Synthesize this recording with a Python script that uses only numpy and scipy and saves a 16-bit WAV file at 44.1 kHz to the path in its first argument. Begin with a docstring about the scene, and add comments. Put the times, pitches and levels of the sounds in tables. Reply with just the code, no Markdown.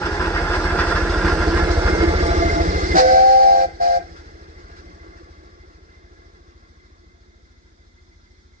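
"""Quick exhaust thuds, four to a crank turn, and the clatter of open gears: a steam traction engine tows
a living van close past on a country lane. Meshing teeth hum, a wheel chinks, road grit sets the ironwork
rumbling, steam hisses at the glands and grass rustles on the verge. Once past, it blows a three-pipe
chime whistle, one long blast and one short. The whistle drives an automatic gain control far down,
so the engine leaves much quieter than it came."""
import sys
import numpy as np
from scipy import signal
from scipy.fft import rfft, irfft
from scipy.io import wavfile
from scipy.ndimage import uniform_filter1d, minimum_filter1d

SR = 44100
rng = np.random.default_rng(int(sys.argv[2]) if len(sys.argv) > 2 else 0)


def unload_wav(signal):
    """Save mono or channel-first audio to the path in sys.argv[1] as 16-bit WAV at rate SR, clipped to [-1, 1]."""
    wavfile.write(
        sys.argv[1],
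        SR,
        np.round(np.clip(np.atleast_2d(signal).T, -1, 1) * 32767).astype(np.int16),
    )


N = 379260
TIME = np.arange(N) / SR
ROAD_M_PER_S = 2.56

# engine speed: t/s, exhaust beat rate/Hz
BEAT_RATE = [(0, 13.29), (2.4, 13.29), (3.5, 13.17), (5.3, 13.56), (7.2, 13.73), (8.6, 13.68)]
# modes of the gear train: f/Hz, bandwidth/Hz, level/dB
GEAR_MODES = [(946, 88, -6), (1035, 35, -2), (1067, 22, -4), (1196, 45, -3), (1375, 47, 3), (1441, 22, 3.5),
              (1473, 75, -2.5), (1617, 31, 2), (1695.5, 14, 3.5), (1720, 21, -5.5), (1838, 45, -5),
              (2673, 400, -18), (3455, 54, -12), (4760, 63, -13.5), (5200, 100, -18)]
# modes of the ringing wheel: f/Hz, bandwidth/Hz, level/dB
WHEEL_MODES = [(1692, 22, -8), (2050, 44, -6), (2102, 27, 0), (3400, 50, -20)]
# dull knock of iron on iron: f/Hz, level/dB
KNOCK_SPECTRUM = [(60, -24.5), (120, -0.5), (240, 1), (400, -17), (600, -2.5), (1000, -12.5), (1900, -4),
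                  (2500, -19), (5000, -27.5), (8000, -83.5), (9600, -85)]
# hiss of leaking steam, also used for scraping teeth: f/Hz, level/dB
HISS_SPECTRUM = [(1500, -9), (2250, -0.5), (2650, -18), (3450, -5), (4000, -1), (4700, 0.5), (5300, 1),
                 (6300, -7.5), (7300, -15), (8600, -21)]

# passage of a part: nearest t/s, distance/m, level/dB, excess loss/(dB/m), lift on approach/dB
GEAR_PASS = (2.03, 6.5, -27, 0.96, 8.5)
WHEEL_PASS = (2.5, 2, -34.5, 0.36, -2)
# track that sets a part's direction: abreast t/s, distance/m
ENGINE_PLACE, GEAR_PLACE, WHEEL_PLACE = (2.01, 5), (2.325, 2.98), (2.2, 1)


def gain_of(db):
    """Amplitude ratio of a level in decibels."""
    return 10 ** (np.asarray(db) / 20)


def unit_rms(x):
    """Normalisation to unit mean power."""
    return x / np.sqrt(np.mean(x ** 2) + 1e-20)


def follow(rows):
    """Linear interpolation of each column of a time table at every sample."""
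    times, *columns = np.transpose(rows)
    return [np.interp(TIME, times, column) for column in columns]


def value_at(points, hz):
    """Interpolation of a spectrum on a logarithmic frequency axis."""
    f, value = np.transpose(points)
    return np.interp(np.log(hz + 1), np.log(f + 1), value)


def drift(hz):
    """Random fluctuation: low-passed Gaussian noise of unit rms."""
    f = np.fft.rfftfreq(N, 1 / SR)
    return unit_rms(irfft(rfft(rng.standard_normal(N)) * np.exp(-(f / hz) ** 2), N))


def colour(x, spectrum, size=16384):
    """Minimum-phase filtering to the given spectrum."""
    log_gain = np.log(gain_of(value_at(spectrum, abs(np.fft.fftfreq(size, 1 / SR)))))
    response = np.fft.ifft(np.exp(np.conj(signal.hilbert(log_gain)))).real[:size // 2]
    return signal.oaconvolve(x, response)[:N]


def ring(x, modes):
    """Modal superposition: damped resonators summed with alternating sign."""
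    return sum((-1) ** k * gain_of(db) * signal.lfilter(*signal.iirpeak(hz, hz / width, SR), x)
               for k, (hz, width, db) in enumerate(modes))


def impacts(per_s, spread_db):
    """A Poisson process of blows, most small and a few large."""
    size = gain_of(spread_db * np.minimum(rng.exponential(1, N), 4))
    return unit_rms(size * rng.choice([-1, 1], N) * (rng.random(N) < per_s / SR))


def beat_count(lead_s=0.0, first_beat_s=0.0567):
    """Phase of the engine in exhaust beats: the integral of their rate."""
    rate = follow(BEAT_RATE)[0]
    return np.cumsum(rate) / SR + rate * lead_s - rate[0] * first_beat_s


def load(depth_db=1.5, lag_strokes=0.045):
    """Amplitude modulation: the drive presses harder at every piston stroke (two beats)."""
    return gain_of(depth_db * np.cos(2 * np.pi * (beat_count() / 2 - lag_strokes)))


def passing_db(nearest_s, nearest_m, db, loss_db_per_m, approach_db):
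    """Spherical spreading, ground loss and directivity set the level of a part that rolls by."""
    # slow swell and sag of the whole engine: t/s, level/dB
    swell = [(0, 0.3), (.6, 1.7), (2.3, 1.24), (2.8, 0.5), (3.3, 3), (4.4, 2.9), (4.85, 4.5), (5.7, 2.5),
             (6.3, 3.5), (7.4, 2), (8.3, 4.5)]
    along_m = ROAD_M_PER_S * (TIME - nearest_s)
    range_m = np.hypot(along_m, nearest_m)
    loss_db = 20 * np.log10(range_m / nearest_m) + loss_db_per_m * (range_m - nearest_m)
    return db - loss_db - approach_db * along_m / range_m + follow(swell)[0]


def angle(t, abreast_s, across_m):
    """Angle of incidence in radians: negative on approach, zero abreast."""
    return np.arctan(ROAD_M_PER_S * (t - abreast_s) / across_m)


def doppler(nearest_s, nearest_m, max_shift=0.013):
    """Doppler effect: the frequency ratio is above 1 on approach and below 1 in retreat."""
    along_m = ROAD_M_PER_S * (TIME - nearest_s)
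    return 1 - max_shift * along_m / np.hypot(along_m, nearest_m)


def rolling_ring(x, modes, nearest_s, nearest_m):
    """Moving resonator: its modes ring in source time and arrive Doppler-shifted."""
    emitted_s = np.cumsum(doppler(nearest_s, nearest_m)) / SR
    source_s = np.arange(0, emitted_s[-1], 1 / SR)
    return np.interp(emitted_s, source_s, ring(np.interp(source_s, emitted_s, x), modes))


def lane(x, place, wet_db, t60, size=1024, slant_rad=0.74):
    """Scattering adds a short tail; phase and level differences at two microphones give direction."""
    # share scattered by hedge, road and van: f/Hz, level/dB
    scatter = [(60, -27), (200, -22.5), (450, -7.5), (800, -4), (1400, 0), (2200, 12), (4000, 8.5),
               (9000, 12.5)]
    # phase lag of the left microphone for sound from hard right: f/Hz, lag/rad
    phase_lag = [(130, .1), (200, .7), (300, 1.3), (520, 1.45), (690, 2.3), (800, 2.35), (1000, 3.1),
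                 (1500, 3.4), (2000, 4.9), (3500, 8.3), (10000, 25)]
    # left over right for sound from ahead: f/Hz, level/dB
    tilt_ahead = [(100, 0.5), (300, -2.5), (500, -3.5), (730, -8.5), (1020, 4), (1500, -6.5), (2600, -0.5),
                  (3400, 1.5), (5500, -2), (7000, 2.5), (8100, 18), (9500, -2)]
    # left over right for sound from the right: f/Hz, level/dB
    tilt_right = [(100, 0.5), (200, 5), (450, -3), (690, 1.5), (1100, 3.5), (1650, 0.5), (2600, -5.5),
                  (3400, 0), (5500, -5), (7000, 5.5), (8100, 13), (9500, 0.5)]
    framing = dict(nperseg=size, noverlap=size - size // 4)
    hz, t, spectra = signal.stft(x, SR, **framing)
    # the paths keep changing as the engine moves, so the tail has random phase
    decay = gain_of(-60 * t[1] / t60) ** 2
    lingering = np.sqrt(signal.lfilter([0, 1 - decay], [1, -decay], abs(spectra) ** 2))
    shape = (2, *spectra.shape)
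    tail = np.sqrt(2) * lingering * (rng.standard_normal(shape) + 1j * rng.standard_normal(shape))
    hz, side = hz[:, None], np.array([0.5, -0.5])[:, None, None]
    azimuth = angle(t, *place) + slant_rad  # the pair faces up the lane at a slant
    direct = spectra * np.exp(-1j * side * np.sin(azimuth) * value_at(phase_lag, hz))
    wet = gain_of(value_at(scatter, hz) + wet_db)
    pair = (direct + wet * tail) / np.sqrt(1 + wet ** 2)
    # the housing shades each microphone differently as the source moves round it
    turned = np.sin(np.clip(azimuth, 0, np.pi / 2)) ** 2
    tilt = gain_of(side * ((1 - turned) * value_at(tilt_ahead, hz) + turned * value_at(tilt_right, hz)))
    pair *= tilt / np.sqrt(np.mean(tilt ** 2, axis=0))
    return signal.istft(pair, SR, **framing)[1][:, :N]


def grass(level_db=-48):
    """Flow noise: a steady breeze stirs the verge, uncorrelated between left and right."""
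    # breeze in the grass: f/Hz, level/dB
    rustle = [(30, 0), (90, -3), (220, 14.5), (500, -6), (1100, -3), (2000, -8), (2700, -24.5),
              (3600, -0.5), (5000, -21.5), (6500, -6), (8000, -35.5), (9400, -46.5)]
    return gain_of(level_db) * np.array([unit_rms(colour(rng.standard_normal(N), rustle)) for _ in range(2)])


def glands(flutter_db=0.95):
    """Turbulent leakage: steam fizzes past the rods and excites a thin 8 kHz ring of the microphone."""
    # resonance of the microphone: f/Hz, bandwidth/Hz, level/dB
    mic_modes = [(7980, 230, -0.5), (8340, 330, -2)]
    fizz_pass = (3.5, 2.5, -37, -0.29, 6)
    mic_ring_pass = (1.4, 2.5, -54, 0.9, 3)  # the ring fades as the engine moves away
    fizz = unit_rms(colour(impacts(9000, 2.8), HISS_SPECTRUM))
    mic_ring = unit_rms(ring(ring(fizz, mic_modes), mic_modes))
    hiss = fizz * gain_of(passing_db(*fizz_pass)) + mic_ring * gain_of(passing_db(*mic_ring_pass))
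    return hiss * gain_of(flutter_db * drift(30))


def gear_hum(cycles_per_beat=26.65, waver=0.02, throb_db=3.5):
    """Mesh frequency: the teeth hum at a pitch tied to engine speed, wavering and throbbing at random."""
    hum_pass = (1.6, 4, -38, 0.15, 2)
    hz = cycles_per_beat * follow(BEAT_RATE)[0] * doppler(*hum_pass[:2]) * (1 + waver * drift(21))
    tone = gain_of(throb_db * drift(21)) * np.sin(2 * np.pi * np.cumsum(hz) / SR)
    return unit_rms(tone) * gain_of(passing_db(*hum_pass))


def rubbing_iron():
    """Frictional excitation lifts single resonances out of the clatter; each swells and dies away."""
    # notes of the ironwork: t/s, half length/s, f/Hz, bandwidth/Hz, level/dB
    notes = [(0.35, 0.5, 845, 60, -35), (2.04, 0.06, 338, 16, -23), (2.43, 0.17, 679, 12, -26),
             (2.4, 0.45, 1185, 34, -36), (4.95, 0.6, 1145, 90, -43), (5.2, 0.3, 1678, 30, -48),
             (6.3, 0.8, 1110, 150, -49), (6.2, 0.6, 1675, 34, -52)]
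    out = np.zeros(N)
    for t, half_s, hz, width, db in notes:
        mode = [(hz, width, 0)]
        note = unit_rms(ring(ring(impacts(600, 1), mode), mode))
        out += note * gain_of(db) * np.exp(-0.5 * ((TIME - t) / half_s) ** 4)
    return out


def wheel():
    """Sustained resonance: light taps keep one wheel singing with a thin note."""
    taps = impacts(260, 1) * load()
    return unit_rms(rolling_ring(taps, WHEEL_MODES, *WHEEL_PASS[:2])) * gain_of(passing_db(*WHEEL_PASS))


def chinks():
    """Cascaded resonance: a harder tap, filtered twice by the wheel's modes, swells into a clear chink."""
    # harder taps on the wheel: t/s, peak level/dB
    hard_taps = [(0.165, -26), (0.357, -19.5), (0.432, -25), (0.538, -24), (0.648, -22.5), (0.806, -28),
                 (0.885, -32), (0.962, -24.5), (1.265, -23), (1.435, -29), (1.582, -28.5), (2.485, -22),
                 (2.9, -23.5)]
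    taps = np.zeros(N)
    for t, db in hard_taps:
        taps[round(t * SR)] = gain_of(db)
    unit_peak = abs(ring(ring(signal.unit_impulse(SR // 10), WHEEL_MODES), WHEEL_MODES)).max()
    return rolling_ring(ring(taps, WHEEL_MODES), WHEEL_MODES, *WHEEL_PASS[:2]) / unit_peak


def gears(level_db=-2, knock_db=-9):
    """Impact excitation: the open teeth rattle under load and ring the gear train."""
    teeth = impacts(600, 2.0) * load()
    ringing = unit_rms(rolling_ring(teeth, GEAR_MODES, *GEAR_PASS[:2]))
    knock = gain_of(knock_db) * unit_rms(colour(teeth, KNOCK_SPECTRUM))
    return (ringing + knock) * gain_of(passing_db(*GEAR_PASS) + level_db)


def clanks(rattle_s=0.016, scrape_s=0.025, level_db=-4.0, rebounds=5):
    """Backlash: each snatch of the gears is a hard blow and its rebounds, with a short bright scrape."""
    # snatches of the gears: t/s, relative level/dB, scrape offset/dB
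    snatches = [(0.195, 2.5, -28), (0.228, -2, -32), (0.349, 2.5, -26), (0.417, -6, -22), (0.534, 6, -17.5),
                (0.788, 9.5, -17), (0.868, 3, -16), (0.909, 6, -27), (0.953, 5, -15), (1.095, -5.5, -2),
                (1.247, 2.5, -15), (1.272, 3.5, -16.5), (1.574, 7, -19), (1.708, -7, 3),
                (1.864, 7.5, -29.5), (2.004, 0, -14), (4.163, 9.5, -6.5), (4.549, -8, -21), (4.714, 3, -10),
                (4.765, 7.5, -6), (4.934, -18, -10), (5.167, 4.5, -6)]
    blows, scrape_envelope = np.zeros((2, N))
    for t, db, scrape_db in snatches:
        delays = np.append(0, 2 * rattle_s * rng.random(rebounds))
        sizes = np.exp(-delays / rattle_s / 2)
        blows[np.round((t + delays) * SR).astype(int)] += gain_of(db) * sizes / np.linalg.norm(sizes)
        onset = round(t * SR)
        age = TIME[:N - onset]
        scrape_envelope[onset:] += gain_of(db + scrape_db) * np.exp(-np.minimum(age / scrape_s, 20))
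    blow_rms = np.linalg.norm(ring(signal.unit_impulse(SR // 4), GEAR_MODES)) / np.sqrt(2 * rattle_s * SR)
    ringing = gain_of(level_db) * rolling_ring(blows, GEAR_MODES, *GEAR_PASS[:2]) / blow_rms
    scrape = scrape_envelope * unit_rms(colour(impacts(2800, 2.7), HISS_SPECTRUM))
    return (ringing + scrape) * gain_of(passing_db(*GEAR_PASS))


def frame(level_db=-2.5, rims_db=-2.5, knock_db=-9, rims_fade=0.13, knock_fade=0.1, lurch_db=0.5):
    """Forced vibration: road grit shakes frame and rims; the verge absorbs rims and knocks first."""
    # modes of the frame: f/Hz, bandwidth/Hz, level/dB
    frame_modes = [(177.5, 9.2, 5), (310, 85, 1.5), (337, 49.4, 12), (382, 11, -5)]
    # modes of the wheel rims: f/Hz, bandwidth/Hz, level/dB
    rim_modes = [(405, 20, -6), (477, 32, -1.5), (506, 24, -2.5), (631, 63, -6.5), (687.7, 19, 0.5),
                 (857, 21, -4.5)]
    # brief booms of the frame: t/s, half length/s, level/dB
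    jolts = [(1.24, 0.053, 2), (2.05, 0.056, 3), (2.213, 0.0097, 5), (2.495, 0.15, 2.5), (2.969, 0.02, 12)]
    frame_pass = (2, 5, -23.5, 1.45, 1.5)
    shake_db = passing_db(*frame_pass)
    far_db = shake_db - shake_db.max()
    jolt_db = sum(db * np.exp(-((TIME - t) / half_s) ** 2) for t, half_s, db in jolts)
    grit = impacts(1800, 2.9) * gain_of(lurch_db * drift(4.9))
    rumble = gain_of(jolt_db) * unit_rms(rolling_ring(grit, frame_modes, *frame_pass[:2]))
    rims = gain_of(rims_db + rims_fade * far_db) * unit_rms(rolling_ring(grit, rim_modes, *GEAR_PASS[:2]))
    knock = gain_of(knock_db + knock_fade * far_db) * unit_rms(colour(grit, KNOCK_SPECTRUM))
    return (rumble + rims + knock) * gain_of(shake_db + level_db)


def exhaust(lead_s=0.01578, opening_s=0.0015, uneven_db=0.47, eddies_db=-13):
    """Source and filter: the chimney shapes valve puffs and eddies into thuds; a boom carries forward."""
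    # a puff as it leaves the chimney: f/Hz, level/dB
    chimney = [(15, -41), (28, -41), (38, -2.5), (52, -2.2), (66, -0.8), (80, 1.5), (95, -9.5), (125, -17),
               (175, -17.5), (260, -9), (600, -102)]
    exhaust_pass = (2, 2.5, -21, 0.35, -0.24)
    openings = np.diff(np.floor(beat_count(lead_s)), prepend=-1).clip(0, 1)
    pulses = unit_rms(openings * gain_of(uneven_db * drift(29)))
    puff = np.exp(-0.5 * (np.linspace(-0.05, 0.05, SR // 10 + 1) / opening_s) ** 2)
    puffs = signal.oaconvolve(pulses, puff / puff.sum(), "same")
    thuds = unit_rms(colour(puffs + gain_of(eddies_db) * rng.standard_normal(N), chimney))
    ahead = np.maximum(-np.sin(angle(TIME, *ENGINE_PLACE)), 0)
    boom = ahead * ring(thuds, [(39.8, 3.5, 1.1)])
    return (thuds + boom) * gain_of(passing_db(*exhaust_pass))


def pipe(hz, db, third_db, waver=0.0018, flutter_db=-0.5, fringe_db=-27, fringe_hz=70):
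    """A stopped pipe sounds odd harmonics: a fundamental fringed by turbulence, and a thin third."""
    phase = 2 * np.pi * np.cumsum(hz * (1 + waver * drift(94.0))) / SR
    fringe = drift(fringe_hz) * np.sin(phase) + drift(fringe_hz) * np.cos(phase)
    fundamental = gain_of(db + flutter_db * drift(41)) * (np.sin(phase) + gain_of(fringe_db) * fringe)
    third = gain_of(third_db + 2 * drift(10)) * np.sin(3 * phase)
    return np.sqrt(2) * (fundamental + third)


def whistle(valve_s=0.015, warm_s=0.2, jet_lead_s=0.014, cold_jet_db=-7.5):
    """Sound speed rises with temperature: three pipes on one valve go sharp as hot steam fills them."""
    # pipes, low to high: hot f/Hz, share flat when cold, share bent by spit, third harmonic level/dB
    pipes = [(527.5, .035, -0.014, -20.5), (695.5, .08, 0.016, -31), (790.4, .105, 0.0698, -37.5)]
    # pulls of the valve: t/s, length/s, chill (0-1), pitch factor, jet level/dB, water (0-1)
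    blasts = [(2.952, 0.707, 0.94, 1.0, -16, 0.96), (3.805, 0.18, .2, 1.008, -17, 0.19)]
    # the pipes trade loudness: t/s, low level/dB, middle level/dB, top level/dB
    voicing = [(2.955, -32.5, -17, -19.5), (2.993, -9, -19, -2), (3.045, -6, -12, -12.5),
               (3.11, -9.5, -20, -7.5), (3.17, -10, -3.5, -1.5), (3.25, -9.5, -20, 3), (3.39, -7, -12, 5),
               (3.5, -11, -1, 6), (3.631, -6, -1.5, -3), (3.81, -18.5, 0, -9.5), (3.91, -15, 1, -7.5),
               (3.969, -10.5, -1, -9.5)]
    # noise of the steam jet: f/Hz, level/dB
    jet_spectrum = [(250, -11.5), (500, -7.5), (830, 4), (960, -7.5), (1550, -5), (2250, -11.5),
                    (2800, -16.5), (3500, -19), (4000, -7.5), (4600, -7), (5300, -7.5), (6500, -18.5),
                    (8500, -29)]
    spit_after_s, spit_s, spit_db = 0.031, 0.0291, 16  # the valve spits water as it opens
    current = (TIME > blasts[1][0] - valve_s).astype(int)
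    start, length, chill, tuning, jet_db, water = np.array(blasts)[current].T
    age = TIME - start
    pipe_gate = np.clip(np.minimum(age, length - age) / valve_s + 0.5, 0, 1)
    jet_gate = np.clip(np.minimum(age, length - jet_lead_s - age) / valve_s + 0.5, 0, 1)
    cold = chill * np.exp(-np.maximum(age, 0) / warm_s)
    spit = water * np.exp(-((age - spit_after_s) / spit_s) ** 2)
    chord = sum(pipe(hz * tuning * (1 - flat * cold + bend * spit), db, third_db)
                for (hz, flat, bend, third_db), db in zip(pipes, follow(voicing)))
    jet = unit_rms(colour(rng.standard_normal(N), jet_spectrum))
    return pipe_gate * chord, jet_gate * jet * gain_of(jet_db + cold_jet_db * cold + spit_db * spit)


def gain_control(x, target_db=-10, sense_s=0.056, recover_db_per_s=0.38):
    """Automatic gain control: the gain drops at once for a level over the target and barely recovers."""
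    power = abs(uniform_filter1d((x ** 2).mean(0), int(sense_s * SR)))
    level_db = 10 * np.log10(power + 1e-12)
    recovery_db = recover_db_per_s * TIME
    over_db = np.maximum.accumulate(level_db + recovery_db) - recovery_db - target_db
    return x / gain_of(np.maximum(over_db, 0))


def scene():
    """Superposition: engine and whistle sound through the lane, over the rustle of the verge."""
    chord, jet = whistle()
    steam = lane(exhaust() + glands(), ENGINE_PLACE, wet_db=-4.0, t60=0.061)
    body = lane(frame() + gear_hum(), ENGINE_PLACE, wet_db=-6, t60=0.12)
    gearing = lane(gears() + clanks() + rubbing_iron(), GEAR_PLACE, wet_db=-7, t60=0.12)
    ringing = lane(wheel() + chinks(), WHEEL_PLACE, wet_db=-14, t60=0.12)
    chime = lane(chord, ENGINE_PLACE, wet_db=-11.5, t60=0.34, size=2048)
    rush = lane(jet, ENGINE_PLACE, wet_db=-6.5, t60=0.096)
    return grass() + ringing + gearing + body + steam + rush + chime


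def record(dry, ceiling=0.93, edge_hz=15100):
    """Transduction: treble roll-off, gain control, a smooth peak limiter and a band limit."""
    # treble roll-off of the microphones: f/Hz, level/dB
    roll_off = [(8400, 0), (9600, -17), (10500, -26), (15000, -35)]
    ducked = gain_control(np.array([colour(channel, roll_off) for channel in dry]))
    peak_gain = ceiling / np.maximum(abs(ducked).max(0), ceiling)
    limited = ducked * uniform_filter1d(minimum_filter1d(peak_gain, size=600), size=600)
    low_pass = signal.firwin(255, edge_hz, window=("kaiser", 8), fs=SR)
    return signal.oaconvolve(limited, low_pass[None], "same")


dry = scene()
out = record(dry)
unload_wav(out)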